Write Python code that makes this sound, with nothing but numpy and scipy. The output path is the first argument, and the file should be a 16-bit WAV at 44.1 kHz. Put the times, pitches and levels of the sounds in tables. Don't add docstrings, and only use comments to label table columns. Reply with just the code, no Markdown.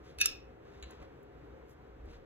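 import sys
import numpy as np
from scipy import signal
from scipy.fft import rfft, irfft
from scipy.io import wavfile

SR = 44100
rng = np.random.default_rng(int(sys.argv[2]) if len(sys.argv) > 2 else 0)


def unload_wav(signal):
    wavfile.write(
        sys.argv[1],
        SR,
        np.round(np.clip(np.atleast_2d(signal).T, -1, 1) * 32767).astype(np.int16),
    )


N = 99225
T = np.arange(N) / SR
FREQS = np.fft.rfftfreq(N, 1 / SR) + 1e-3


def undb(db):
    return 10 ** (np.asarray(db) / 20)


def curve(points, column=1):
    table = np.array(points, float)
    return np.interp(np.log(FREQS), np.log(table[:, 0]), table[:, column])


def colour(x, points, tilt_db=0):
    octaves = np.log2(np.maximum(FREQS, 500) / 500)
    gain = undb(curve(points) + tilt_db * octaves)
    x = irfft(rfft(x) * gain, N)
    return x / x.std()


def noise(points, tilt_db=0):
    return colour(rng.standard_normal(N), points, tilt_db)


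def fade(start, t60):
    return (T >= start) * np.exp(-np.log(1000) * np.maximum(T - start, 0) / t60)


def swell(centre, half):
    return np.exp(-.5 * ((T - centre) / half) ** 2)


def delay(x, seconds):
    return irfft(rfft(x) * np.exp(-2j * np.pi * FREQS * seconds), N)


CLICK_SIZE = .7


def burst(start, t60, points, tilt_db):
    shape = fade(start, t60)
    contacts = shape * rng.standard_normal(N)
    contacts[int(start * SR)] += CLICK_SIZE * np.linalg.norm(shape)
    return colour(contacts, points, tilt_db) * shape.std()


# (frequency [Hz], correlation [-1 to 1])
DIFFUSE_CORRELATION = [(50, .99), (130, .87), (500, .85), (800, .5), (1300, .4), (2300, .5), (3900, .35),
                       (4900, .88), (6000, .55), (7000, .85), (9500, .995), (10600, .98), (12300, .6),
                       (14000, .95)]


def diffuse():
    c = np.clip(curve(DIFFUSE_CORRELATION), -1, 1)
    weights = np.sqrt([(1 + c) / 2, (1 - c) / 2])
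    mid, side = rfft(rng.standard_normal((2, N))) * weights
    return np.array([mid + side, mid - side])


# (frequency [Hz], density [dB per Hz])
TONE_SPECTRUM = [(20, -8), (40, -17.5), (58, 5), (76, -1.5), (98, -9.5), (128, -4), (190, -14), (300, -7.5),
                 (420, -8), (530, -11), (650, -14), (1000, -18), (1450, -19.5), (2100, -25.5),
                 (3200, -33.5), (5000, -43), (8000, -48), (10300, -50), (14000, -53), (15500, -64)]
# (frequency [Hz], left minus right [dB])
TONE_LEFT_EXCESS = [(50, 1), (110, 0.5), (200, 10), (380, 0.9), (700, 0)]
# (frequency [Hz], width [Hz], peak over the tone [dB])
DRONE_BANDS = [(285, 12, 3.5), (325.6, 10, 5), (401.5, 10, 9), (461.2, 30, 8), (534, 10, 10),
               (736.5, 19, 8.5)]
TONE_DB, TONE_WAVER_DB = -53.5, 1


def room_tone():
    drone = sum(db / (1 + (2 * (FREQS - hz) / width) ** 2) for hz, width, db in DRONE_BANDS)
    lean = np.array([[.5], [-.5]]) * curve(TONE_LEFT_EXCESS)
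    tone = irfft(diffuse() * undb(curve(TONE_SPECTRUM) + drone + lean), N)
    waver = np.interp(T, np.linspace(0, T[-1], 24), rng.standard_normal(size=24))
    return tone / tone.std() * undb(TONE_DB + TONE_WAVER_DB * waver)


# (time [s], half length [s], level [dB])
BENCH_RUMBLES = [(.185, 0.023, -54), (0.296, .025, -52.5), (0.847, 0.035, -53.5), (0.998, 0.048, -57),
                 (2.053, 0.092, -50), (2.161, 0.033, -55)]
# (frequency [Hz], level [dB])
RUMBLE_SPECTRUM = [(15, -21), (30, -2.5), (40, -9), (55, 4), (75, -3.5), (115, -18.5), (250, -41),
                   (1000, -77)]


def bench():
    envelope = sum(undb(db) * swell(s, half) for s, half, db in BENCH_RUMBLES)
    return noise(RUMBLE_SPECTRUM) * envelope


# (time [s], half length [s], level [dB], brightness [dB per octave])
SLEEVE_RUSTLES = [(0.082, 0.033, -61.5, 0.5), (.67, 0.026, -62, -3.5), (0.76, 0.063, -65, -1),
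                  (0.914, 0.041, -56.5, -2), (1.024, 0.022, -55, -3.5), (1.708, 0.017, -69, 12),
                  (2.124, 0.037, -62, 0)]
# (frequency [Hz], level [dB])
RUSTLE_SPECTRUM = [(500, 13), (1500, 9), (3500, 3.5), (5000, -0.5), (7000, -4), (8500, -12), (10300, -4),
                   (13000, -21), (16000, -38.5)]


def sleeve():
    steps_db = 2.5 * np.repeat(rng.standard_normal(N // 100 + 1), 100)[:N]
    brushes = sum(undb(db) * swell(s, half) * noise(RUSTLE_SPECTRUM, tilt_db)
                  for s, half, db, tilt_db in SLEEVE_RUSTLES)
    return undb(steps_db) * brushes


# (frequency [Hz], level [dB])
TAP_SPECTRUM = [(300, -25), (1000, -13), (1800, -5), (2800, 2), (3500, 0), (4000, 6.5), (4350, 1),
                (4900, -12), (6100, -16.5), (6850, 3.5), (8500, -17), (10500, -1.5), (12100, -26),
                (15000, -29), (16400, -40)]
SLIDE_S, SLIDE_T60_S, SLIDE_DB = .834, 0.1, -50.5
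SLIDE_TILT_DB, GRITS_PER_S = -7, 570


def slide():
    grits = (rng.random(N) < GRITS_PER_S / SR) * rng.standard_normal(N)
    skid = colour(grits, TAP_SPECTRUM, SLIDE_TILT_DB)
    return undb(SLIDE_DB) * fade(SLIDE_S, SLIDE_T60_S) * skid


# (time [s], level [dB], brightness [dB per octave])
BENCH_TAPS = [(0.8255, -54, 4), (0.8268, -43.5, -0.5), (0.829, -48, -4), (0.8418, -54, -5),
              (0.9092, -51, 10), (0.923, -60, -7), (1.0277, -62, 7), (1.231, -64, 24), (2.0574, -67, 22)]
TAP_T60_S = 0.018


def taps():
    return sum(undb(db) * burst(s, TAP_T60_S, TAP_SPECTRUM, tilt_db)
               for s, db, tilt_db in BENCH_TAPS)


# (frequency [Hz], t60 [s], level with open lid [dB], level with shut lid [dB])
METAL_MODES = [(1320, .026, -39, -31), (1665, .02, -28, -44), (1850, .012, -31, -42),
               (2250, .018, -30, -41), (2500, .042, -24, -36), (2598, .07, -21, -33),
               (2760, .022, -25.5, -30), (2925, .036, -29, -35), (3647, .035, -28, -39),
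               (3736, .04, -31, -41), (4400, .015, -25, -36), (4650, .015, -28, -37), (5270, .02, -36, -22),
               (5365, .03, -35, -21), (5490, .02, -33, -22), (5680, .022, -29, -28),
               (5797, .026, -22.5, -36), (6430, .014, -28, -26), (6580, .016, -35, -28),
               (7000, .014, -31, -24), (7600, .012, -33, -24), (9350, .006, -22, -16),
               (10220, .008, -29, -15), (13100, .014, -44, -35), (14330, .013, -42, -28)]
CONTACT_S = 0.0002


def ring(shut, tilt_db=0):
    shut = np.clip(shut, 0, 1)
    t = T[:SR // 5]
    out = np.zeros(len(t))
    for k, (hz, t60, open_db, shut_db) in enumerate(METAL_MODES):
        level_db = open_db + shut * (shut_db - open_db) + tilt_db * np.log2(hz / 3000)
        decay = np.exp(-np.log(1000) * t / t60)
        sign = (-1) ** k
        out += sign * undb(level_db) * decay * np.sin(2 * np.pi * hz * t)
    return out * (1 - np.exp(-t / CONTACT_S))


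# (time [s], level [dB])
HINGE_SLIPS = [(.18, -57.5), (.189, -35), (.198, -39), (0.203, -21.5), (0.21, -18.5), (0.216, -25),
               (.234, -36), (.251, -26), (.257, -35.5)]
SLIPS_PER_S, SWING_SHUT = 2000, 0.3


def hinge():
    times, db = np.array(HINGE_SLIPS).T
    strength = np.interp(T, times, undb(db), left=0, right=0)
    slips = (rng.random(N) < SLIPS_PER_S / SR) * rng.choice([-1, 1], N) * strength
    swing = np.interp(T, [times[np.argmax(db)], times[-1]], [0, 1])
    open_ring = signal.fftconvolve(slips * (1 - swing), ring(0))
    closing_ring = signal.fftconvolve(slips * swing, ring(SWING_SHUT))
    return (open_ring + closing_ring)[:N]


# (time [s], ring level [dB], crack level [dB], lid shut [0-1], brightness [dB per octave])
LID_BLOWS = [(0.1866, -29, -37.5, .3, -3), (0.2128, 0.5, -19.5, 0, 2), (0.2164, -7, -35, 0.05, 1),
             (0.2577, -0.5, -20, 0.97, 0.5), (0.261, -18.5, -28.5, 0.9, 1)]
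# (frequency [Hz], level [dB])
CRACK_SPECTRUM = [(300, -46.5), (850, -32.5), (1300, -7), (3000, -3), (4100, 2.5), (7000, -5), (10300, 13),
                  (12000, -6.5), (15500, -13.5), (16400, -31)]
CRACK_T60_S = 0.014


def lid():
    out = np.zeros(N)
    for s, ring_db, crack_db, shut, tilt_db in LID_BLOWS:
        metal = ring(shut, tilt_db)
        start = int(s * SR)
        out[start:start + len(metal)] += undb(ring_db) * metal
        out += undb(crack_db) * burst(s, CRACK_T60_S, CRACK_SPECTRUM, tilt_db)
    return out


# (centre frequency [Hz], t60 [s], level [dB])
ROOM_BANDS = [(302.4, 0.42, -6), (1430, .3, -6), (2720, 0.38, -6), (3585, 0.28, -5), (4050, 0.283, -4),
              (5390, 0.28, -7), (7850, 0.19, -18), (10400, .2, -18), (15000, 0.29, -19)]
# (delay [s], level [dB])
NEAR_ECHOES = [(.0040, -15), (0.0098, -18), (0.0143, -23.5)]
ROOM_GAP_S, ROOM_BUILD_S = 0.00092, 0.0018


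def workshop(x):
    wash, tail = diffuse(), 0
    build = 1 - np.exp(-np.maximum(T - ROOM_GAP_S, 0) / ROOM_BUILD_S)
    for k, (hz, t60, db) in enumerate(ROOM_BANDS):
        band = curve([(row[0], j == k) for j, row in enumerate(ROOM_BANDS)])
        shape = build * fade(0, t60)
        tail = tail + undb(db) * irfft(wash * band, N) * shape / np.linalg.norm(shape)
    near = x + sum(undb(db) * delay(x, s) for s, db in NEAR_ECHOES)
    return near + signal.fftconvolve(x[None], tail, axes=1)[:, :N]


def scene():
    sources = lid() + hinge() + taps() + slide() + sleeve()
    return workshop(sources) + bench() + room_tone()


# (frequency [Hz], lag of the left channel [rad])
LEFT_PHASE_LAG = [(60, 0), (170, .15), (260, .9), (430, 1.3), (800, 2), (1500, 1.1), (2200, 1.7),
                  (3000, 2.1), (3700, 1.2), (4600, 2.9), (5400, 2.6), (6700, 1.5), (7700, 2.1), (8700, 2.9),
                  (10400, 3.35), (11500, 3.7), (13000, 5.6), (16000, 6.1)]
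BASS_CUT_HZ, TOP_HZ = 24, 16500


def record(dry):
    left = irfft(rfft(dry[0]) * np.exp(-1j * curve(LEFT_PHASE_LAG)), N)
    stereo = np.array([left, dry[1]])
    bass_cut = signal.butter(4, BASS_CUT_HZ, "high", fs=SR, output="sos")
    top_cut = signal.ellip(8, .2, 80, TOP_HZ, fs=SR, output="sos")
    return signal.sosfilt(top_cut, signal.sosfilt(bass_cut, stereo))


dry = scene()
out = record(dry)
unload_wav(out)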